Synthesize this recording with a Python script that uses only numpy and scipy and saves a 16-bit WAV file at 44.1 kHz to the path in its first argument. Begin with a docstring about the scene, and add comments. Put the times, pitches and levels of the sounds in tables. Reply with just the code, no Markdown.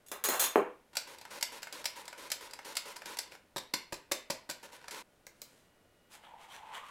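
"""A kitchen, close to one microphone, in three joined scenes over room tone and a faint appliance whine.
First metal scoops jangle in a wooden drawer that thuds shut. From 0.93 s a tin flour sifter is cranked,
its two wire beaters rasping over the mesh and snapping free; from 3.56 s a palm pats the can six times,
and a few slow drags and loose clicks follow. After 5 s a spoon taps a cup twice, then scrapes along its
wall, squelching through fat, and the hollow note of the cup rises as it empties."""
import sys
import numpy as np
from scipy import signal
from scipy.io import wavfile
from scipy.ndimage import uniform_filter1d

SR = 44100
rng = np.random.default_rng(int(sys.argv[2]) if len(sys.argv) > 2 else 0)


def persist_wave(psi):
    """Save psi, clipped to +-1, as 16-bit WAV."""
    counts = np.round(np.clip(psi, -1, 1) * 32767).astype(np.int16)
    wavfile.write(sys.argv[1], SR, np.atleast_2d(counts).T)


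N = 304310
TIME = np.arange(N) / SR


def gain_of(db):
    return 10 ** (np.asarray(db) / 20)


def unit_rms(x):
    return x / np.sqrt(np.mean(x ** 2) + 1e-20)


def value_at(points, hz):
    f, value = np.transpose(points)
    return np.interp(np.log(hz + 1), np.log(f + 1), value)


def envelope(rows):
    """Gain through rows of t/s, level/dB; silent outside them."""
    return gain_of(np.interp(TIME, *np.transpose(rows), -200, -200))


def swell(middle, length, db):
    """One smooth rise and fall."""
    return gain_of(db) * np.cos(np.pi * np.clip((TIME - middle) / length, -.5, .5)) ** 2


def waver(depth_db, shape, samples):
    """Gains that wander at random, smoothed over so many samples."""
    return gain_of(depth_db * unit_rms(uniform_filter1d(rng.standard_normal(shape), size=samples)))


def grit(per_s, spread_db, smooth):
    """Dense tiny impacts of uneven size over smooth noise."""
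    hits = (rng.random(N) < per_s / SR) * gain_of(spread_db * np.minimum(rng.exponential(1, N), 3.5))
    return unit_rms(unit_rms(hits * rng.standard_normal(N)) + smooth * rng.standard_normal(N))


def blows(times, db, t60, tail_db, tail_t60, rise_s):
    """A noise burst for each blow, dying as the sum of two decays."""
    t, train = TIME[:12000], np.zeros(N)
    train[np.round(np.asarray(times) * SR).astype(int)] = gain_of(db)
    decay = gain_of(-60 * t / t60) + gain_of(tail_db - 60 * t / tail_t60)
    attack = 1 - np.exp(-t / rise_s)
    return signal.oaconvolve(train, decay * attack)[:N] * rng.standard_normal(N)


def body(x, spectrum, modes=(), ring_db=-99):
    """An object's response to x: minimum-phase colour plus ringing modes, at unit energy."""
    t, hz = TIME[:8192], abs(np.fft.fftfreq(8192, 1 / SR))
    log_gain = np.log(gain_of(np.maximum(value_at(spectrum, hz), -90)))
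    taps = unit_rms(np.fft.ifft(np.exp(np.conj(signal.hilbert(log_gain)))).real)
    if len(modes):
        ring = sum(gain_of(db - 60 * t / t60) * np.sin(2 * np.pi * f * t) for f, db, t60 in modes)
        taps = taps + gain_of(ring_db) * unit_rms(ring)
    return signal.oaconvolve(x, taps / np.linalg.norm(taps))[:N]


def ringing(drive, modes, favour_db, dwell_s):
    """A moving contact favours now one mode, now another."""
    favours = waver(favour_db, (len(modes), len(drive)), round(dwell_s * SR))
    t = TIME[:SR // 4]
    rings = [gain_of(db - 60 * t / t60) * np.sin(2 * np.pi * hz * t) for hz, db, t60 in modes]
    return sum(signal.oaconvolve(w * drive, ring)[:len(drive)] for w, ring in zip(favours, rings))


def resonate(x, hz, width_hz):
    """A steep resonance at hz, steady or gliding."""
    turn = np.exp(2j * np.pi * np.cumsum(np.broadcast_to(hz, N)) / SR)
    pole = np.exp(-np.pi * width_hz / SR)
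    lowpass = [1 - pole], [1, -pole]
    band = turn * signal.lfilter(*lowpass, signal.lfilter(*lowpass, x / turn))
    return 2 * band.real / np.sqrt(np.pi * width_hz / SR)


# Kitchen air all round the microphone: f/Hz, level/dB
ROOM_SPECTRUM = [(20, -11), (139, -12.5), (273, -11), (332, -12.5), (583, -13), (1080, -21),
                 (1900, -22.5), (5800, -31.5), (10000, -32), (13000, -34.5), (16500, -39.5)]
# Appliance in the background: f/Hz, level/dB, entry t/s
WHINE_TONES = [(586.8, -83, 0), (1443, -85, 0), (1927, -85, 5.55), (2891, -83, 5.58)]
def room_tone():
    """Steady air and the faint, wavering whine of an appliance."""
    wavers = waver(1.5, (len(WHINE_TONES), N), 9000)
    whine = 0
    for gain, (hz, db, entry) in zip(wavers, WHINE_TONES):
        fade_in = np.clip((TIME - entry) / 0.041, 0, 1)
        whine += gain * fade_in * gain_of(db) * np.sqrt(2) * np.sin(2 * np.pi * hz * TIME)
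    return gain_of(-68) * body(rng.standard_normal(N), ROOM_SPECTRUM) + whine


# Decay of the kitchen: f/Hz, t60/s
ROOM_DECAY = [(150, 0.24), (700, 0.34), (2500, 0.38), (7000, 0.24), (15000, 0.2)]
def reverb(x):
    """Dense, smooth reverberation, each band dying at its own speed; three tails crossfade rapidly."""
    out = 0
    for k in range(3):
        hz, t, bands = signal.stft(rng.standard_normal(SR // 2), SR, nperseg=256)
        decay = gain_of(-60 * t / value_at(ROOM_DECAY, hz)[:, None])
        tail = signal.istft(bands * decay, SR, nperseg=256)[1]
        tail[:250] = 0  # gap before the first reflection reaches the microphone
        share = np.sqrt(2 / 3) * np.cos(2 * np.pi * (43 * TIME + k / 6))
        out += signal.oaconvolve(share * x, tail / np.linalg.norm(tail))[:N]
    return out


# Jolts of the drawer: t/s, clank/dB, chatter/dB, length/s, rumble/dB
DRAWER_JOLTS = [(0.063, -51, -63.5, 0.012, -90.5), (0.084, -45, -70, 0.0088, -90),
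                (0.1155, -29.5, -46, 0.005, -41.5), (0.239, -28, -31.5, 0.015, -38.5),
                (0.2864, -21.5, -39, 0.077, -37.5), (0.395, -26.5, -31, 0.048, -40),
                (0.44, -24.5, -42, 0.013, -59.5), (0.556, -42, -54, 0.02, -57)]
def shaking(levels_db, sag_db_s, stop_db_s):
    """After each jolt the level sags while the shaking lasts, then dies."""
    level = 0
    for (start, _, _, length, _), db in zip(DRAWER_JOLTS, levels_db):
        age = TIME[:SR] - start
        level += (age > 0) * gain_of(db - sag_db_s * age - stop_db_s * np.maximum(age - length, 0))
    return np.pad(level, (0, N - SR))


# Ring of the metal scoops: f/Hz, level/dB, t60/s
METAL_MODES = [(3542, -6, .08), (4183, -4, .06), (2735, -6, .06), (6712, -2, .08), (7129, -2, .07),
               (8304, 0, .07), (9770, -4, .045), (10570, -5, .05), (11008, -3, .055), (11548, -5, .06),
               (12181, -4, .06), (14539, -3, .045), (15200, -2, .04)]
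# Their clank: f/Hz, level/dB
METAL_SPECTRUM = [(880, -54.5), (1500, 2), (4140, 0.5), (5350, -2), (6510, 4.5), (8580, 0.5), (9010, -7.5),
                  (10700, 5.5), (15800, -2)]
def scoops():
    """Scoops clank and chatter together, each contact favouring other modes."""
    times, clank_db, chatter_db, _, _ = np.transpose(DRAWER_JOLTS)
    clanks = blows(times, clank_db, 0.019, -28.5, 0.082, 0.00077)
    chatter = shaking(chatter_db, sag_db_s=58, stop_db_s=489.5) * grit(4700, 0.9, 0.52)
    drive = (clanks + chatter)[:SR]
    ring = gain_of(-30) * ringing(drive, METAL_MODES, favour_db=4, dwell_s=.015)
    return np.pad(body(drive, METAL_SPECTRUM)[:SR] + ring, (0, N - SR))


# Knocks of the closing drawer: t/s, level/dB
WOOD_KNOCKS = [(0.116, -31), (0.2868, -17), (0.558, -3.5)]
# Its wooden panels: f/Hz, level/dB, t60/s
WOOD_MODES = [(266, 0, .09), (365, 1, .07), (452, 9, .09), (545, 0, .05), (625, 2, .07), (713, 2, .08),
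              (879, 0, .08), (1034, -5, .06), (1108, -7, .05)]
# Their thud: f/Hz, level/dB
WOOD_SPECTRUM = [(100, -29.5), (401, -10.5), (447, 2), (538, -3.5), (1060, -1.5), (2200, -10.5),
                 (3300, -21), (5000, -54)]
def drawer():
    """The wooden drawer rumbles with each jolt and knocks shut."""
    times, db = np.transpose(WOOD_KNOCKS)
    knocks = blows(times, db, 0.0021, -20, 0.06, 0.00015)
    rumble_db = np.transpose(DRAWER_JOLTS)[4]
    rumble = shaking(rumble_db, sag_db_s=32, stop_db_s=255.5) * grit(1200, 3.2, 0.56)
    wood = body(abs(knocks) + 0.4 * knocks, WOOD_SPECTRUM, WOOD_MODES, ring_db=3.2)
    wood += body(rumble, WOOD_SPECTRUM, WOOD_MODES, ring_db=-10)
    return signal.sosfilt(signal.butter(5, 290, "high", fs=SR, output="sos"), wood)  # cuts deep bass


# Spoon on the cup: t/s, level/dB, relative knock/dB
CUP_TAPS = [(5.2671, -42, -13), (5.4175, -34, -23.5)]
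# Bright edge of a tap: f/Hz, level/dB
TAP_SPECTRUM = [(880, -41), (1500, -24.5), (5870, -8.5), (9500, -16), (14600, -11.5), (16500, -24)]
# Dull thump, of the cup and of the patted can: f/Hz, level/dB
THUMP_SPECTRUM = [(24, -65), (40, -15.5), (558, -3), (749, -7), (927, -2.5), (1240, -8), (2000, -5),
                  (2600, -8), (4400, -120)]
def spoon_taps():
    """The spoon ticks against the cup, with a dull knock underneath."""
    times, db, knock_db = np.transpose(CUP_TAPS)
    ticks = blows(times, db, 0.011, -15, 0.093, .0001)
    knocks = blows(times, db + knock_db, 0.032, 7, 0.032, 0.00026)
    return body(ticks, TAP_SPECTRUM) + body(knocks, THUMP_SPECTRUM)


# Hollow note of the cup: t/s, level/dB
HOLLOW_LEVEL = [(6.05, -86.5), (6.18, -60.5), (6.21, -65), (6.28, -54), (6.5, -60.5), (6.7, -47),
                (6.9, -50.5)]
# A faint hiss fading after the second tap (first row), then pushes along the cup's wall:
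# middle t/s, length/s, scratch/dB, hiss/dB
CUP_SWELLS = [(5.504, 0.5, -73, -71.5), (6.139, 0.1, -58.5, -57.5), (6.246, 0.071, -60, -75),
              (6.432, 0.13, -61.5, -68), (6.539, 0.15, -54.5, -60), (6.767, 0.11, -50.5, -60),
              (6.894, 0.17, -64, -67.5)]
# Fat between spoon and wall: middle t/s, length/s, f/Hz, level/dB
FAT_SQUELCHES = [(6.135, .06, 5100, -61), (6.255, .08, 3300, -59), (6.52, .09, 3150, -52),
                 (6.55, .1, 6050, -63), (6.56, .08, 1700, -59), (6.76, .06, 2800, -54),
                 (6.785, .05, 1850, -54)]
# Low scratch and high hiss of the scraping: f/Hz, level/dB
SCRATCH_SPECTRUM = [(240, -31), (400, -9), (1030, 1.5), (3160, -2), (4500, -18), (9900, -54)]
HISS_SPECTRUM = [(2350, -31), (4000, -6.5), (4780, -7.5), (7930, -5), (12100, -12), (15800, -21)]
def spoon_scrapes():
    """The spoon sticks and slips through fat, sounding the cup's hollow, which rises as it empties."""
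    hollow_hz, empties_s, rise_hz_s = 860, 6.64, 1190
    drag = envelope(HOLLOW_LEVEL)
    slips = waver(3, (2, N), 350)
    drive = unit_rms(slips[0] * grit(2000, 1.6, 1.14)) * drag
    hollow = resonate(drive, hollow_hz + rise_hz_s * np.maximum(TIME - empties_s, 0), width_hz=230)
    friction = unit_rms(np.sqrt(slips[1]) * grit(3000, 3.6, 0.99))
    squelch = sum(resonate(friction * swell(middle, length, db), hz, width_hz=390)
                  for middle, length, hz, db in FAT_SQUELCHES)
    scratch, hiss = gain_of(-12) * drag, gain_of(-26) * drag
    for middle, length, scratch_db, hiss_db in CUP_SWELLS:
        scratch += swell(middle, length, scratch_db)
        hiss += swell(middle, length, hiss_db)
    return hollow + squelch + body(friction * scratch, SCRATCH_SPECTRUM) + body(friction * hiss, HISS_SPECTRUM)


# The sifter's tin can: f/Hz, level/dB, t60/s
TIN_MODES = [(370, -7, .05), (580, -3, .045), (964, -1, .045), (1520, -10, .04), (2140, -6, .05),
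             (2730, -8, .03), (3780, -5, .06), (4300, -2, .07), (4810, -3, .025), (5700, -6, .04)]
# Snap of its wires and crank: f/Hz, level/dB
SNAP_SPECTRUM = [(590, -39), (1000, -18.5), (2140, -4.5), (3600, -4), (4920, 1), (6650, -8.5), (7460, -2.5),
                 (8870, -12), (11400, -11), (15800, -24)]
# Pats on the can: t/s, palm/dB, slap lag/s, slap/dB, bounce/dB, mode index, ring/dB, mode index, ring/dB
PALM_PATS = [(3.561, -34, 0.0068, -39.5, -38, 1, -42.5, 5.5, -34),
             (3.736, -34, 0.0022, -30, -66, 7, -30, 4, -31), (3.923, -35, 0.0051, -42, -45, 2, -34, 0, -36),
             (4.114, -31, .004, -26.5, -61, 4, -32, 2.5, -42),
             (4.3, -32.5, 0.0038, -33, -51, 1, -31.5, 8, -31),
             (4.491, -38.5, 0.0068, -34.5, -41.5, 3, -37, -1.5, -41.5)]
def sifter_pats():
    """The palm thumps the can; the loose crank slaps and bounces; each spot rings two favoured modes."""
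    lands, palm_db, lags, slap_db, bounce_db = np.transpose(PALM_PATS)[:5]
    times = np.r_[lands, lands + lags, lands + lags + 0.0124]  # palm, slap, bounce
    rattle = blows(times, np.r_[palm_db - 7, slap_db, bounce_db], 0.042, -1, 0.037, 0.00057)
    rattle = body(signal.lfilter([1, -.3], [1], rattle), SNAP_SPECTRUM, TIN_MODES[4:], ring_db=-14)
    palm = blows(times, np.r_[palm_db, slap_db - 18.5, bounce_db - 7.5], 0.04, -12.5, 0.074, 0.0006)
    thump = body(palm, THUMP_SPECTRUM, TIN_MODES[:4], ring_db=-3)
    shove = signal.sosfilt(signal.butter(2, (55, 200), "band", fs=SR, output="sos"), palm)  # whole can
    rings, t = np.zeros(N), TIME[:6000]
    for land, _, lag, _, _, *spot in PALM_PATS:
        start = round((land + lag) * SR)
        for mode, ring_db in (spot[:2], spot[2:]):
            hz, _, t60 = TIN_MODES[round(mode)]
            decay = gain_of(ring_db - 60 * t / (0.74 * t60))
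            rings[start:start + len(t)] += decay * np.sin(2 * np.pi * hz * t)
    return rings + rattle + thump + gain_of(-4.5) * shove


# Two beater wires in turn, the stiff one first; leads and lag count from the snap:
# snap t/s, snap/dB, landing lead/s, landing/dB, rasp/dB, tick lead/s, crank knock lag/s
WIRE_PASSES = [(0.9685, -22, 0.034, -65, -46, 0.015, .083), (1.2124, -43.5, 0.14, -59, -51, 0.028, 0.039),
               (1.4261, -21.5, 0.12, -72, -47, 0.016, 0.068), (1.6294, -35, 0.11, -57, -48, 0.0093, 0.041),
               (1.8552, -22.5, 0.13, -35, -48, 0.013, 0.11), (2.0788, -38, 0.12, -53, -48, 0.025, .049),
               (2.3167, -22.5, 0.14, -66, -49.5, 0.015, 0.063),
               (2.5342, -38, 0.126, -57, -48.5, 0.025, .055),
               (2.768, -22.5, 0.12, -49, -46.5, 0.015, 0.047), (2.9645, -39, 0.11, -61, -47, 0.0049, 0.054),
               (3.187, -25, 0.13, -38.5, -46.5, 0.017, .07)]
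# Slow drags as the crank stops or is taken up again: t/s, length/s, level/dB
SLOW_DRAGS = [(3.314, 0.04, -55), (4.629, 0.037, -49.5), (4.72, 0.052, -52.5), (4.915, 0.1, -47)]
# Murmur of axle and loose flour: t/s, level/dB
AXLE_LEVEL = [(.93, -60.5), (3.25, -58.5), (3.45, -88), (4.55, -76), (4.65, -64), (5.03, -58)]
# The mesh, heard close: f/Hz, level/dB
MESH_SPECTRUM = [(88, -35), (150, -13.5), (560, 0), (713, -13), (974, 3.5), (1150, -7.5), (1470, -5),
                 (11600, -15.5), (15800, -27)]
def sifter_rasp():
    """Wire ticking across the mesh threads rings the can; between passes a dull murmur is left."""
    lift_s, sag_db = (0.019, 0.031), -3  # the stiff and the soft wire lift this long before their tick
    strokes = list(SLOW_DRAGS)
    for k, (snap, _, land_lead, _, rasp_db, tick_lead, _) in enumerate(WIRE_PASSES):
        strokes.append((snap - land_lead, land_lead - tick_lead - lift_s[k % 2], rasp_db))
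    level = sum(envelope([(start, db), (start + max(length, .002), db + sag_db)])
                for start, length, db in strokes)
    murmur = signal.lfilter([.45], [1, -.55], envelope(AXLE_LEVEL) * grit(1000, 2.9, 0.54))
    drive = uniform_filter1d(level, size=350) * grit(3000, 2.5, 1.45) + murmur
    ring = gain_of(-43) * ringing(drive, TIN_MODES, favour_db=3.6, dwell_s=0.025)
    return body(drive, MESH_SPECTRUM) + ring


# Loose clicks around the slow drags: t/s, level/dB, relative knock/dB
LOOSE_CLICKS = [(3.3203, -51, 5), (3.351, -51, 2), (4.812, -61, 4), (4.8415, -54.5, 7), (4.881, -40, 1.5),
                (4.9094, -35.5, -23)]
def sifter_clicks():
    """Each wire lands, ticks and snaps free, then the crank drops into its play; all knock the can."""
    tick_db, crank_db = (-36, -45), (-66, -46.5)  # pairs: stiff wire, soft wire
    tick_knock_db, snap_knock_db = (-8, -10.5), (-13, -5.5)
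    clicks = list(LOOSE_CLICKS)
    for k, (snap, snap_db, land_lead, land_db, _, tick_lead, crank_lag) in enumerate(WIRE_PASSES):
        wire = k % 2
        clicks += [(snap - land_lead, land_db, -11.5),
                   (snap - tick_lead, tick_db[wire], tick_knock_db[wire]),
                   (snap, snap_db, snap_knock_db[wire]),
                   (snap + crank_lag, crank_db[wire], 5)]
    times, db, knock_db = np.transpose(clicks)
    snaps = signal.lfilter([1, -.3], [1], blows(times, db, 0.028, -11, 0.054, 0.00071))
    return body(snaps, SNAP_SPECTRUM) + can_knocks(times, db + knock_db)


# Knock of the can under a click: f/Hz, level/dB
KNOCK_SPECTRUM = [(200, -40.5), (558, 0), (1000, -5.5), (1600, 0), (3000, -11), (7000, -58)]
def can_knocks(times, db):
    """The can answers each click dully, ringing its middle modes."""
    return body(blows(times, db, 0.034, -10, 0.022, 0.00046), KNOCK_SPECTRUM, TIN_MODES[2:5], ring_db=-3)


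def scene():
    """Drawer, sifter, cup in mono: each has its own reverberation, cut off where the next begins."""
    joins_s, wet_levels_db = (0, .93, 5.025, 7), (-4, -7, -7)
    out = room_tone()
    parts = (scoops() + drawer(),
             sifter_rasp() + sifter_clicks() + sifter_pats(),
             spoon_taps() + spoon_scrapes())
    for direct, wet_db, start, end in zip(parts, wet_levels_db, joins_s, joins_s[1:]):
        out += (direct + gain_of(wet_db) * reverb(direct)) * (TIME >= start) * (TIME < end)
    return out[None]


def record(dry):
    """At the microphone the top treble steps down 20 dB, just under the band limit."""
    shelf_hz, limit_hz = 15900, 16950
    shelf = signal.firwin2(511, [0, shelf_hz - 100, shelf_hz + 100, SR / 2], [1, 1, .1, .1], fs=SR)
    lowpass = signal.firwin(511, limit_hz, window=("kaiser", 9), fs=SR)
    return signal.oaconvolve(dry, np.convolve(shelf, lowpass)[None], "same")


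dry = scene()
out = record(dry)
persist_wave(out)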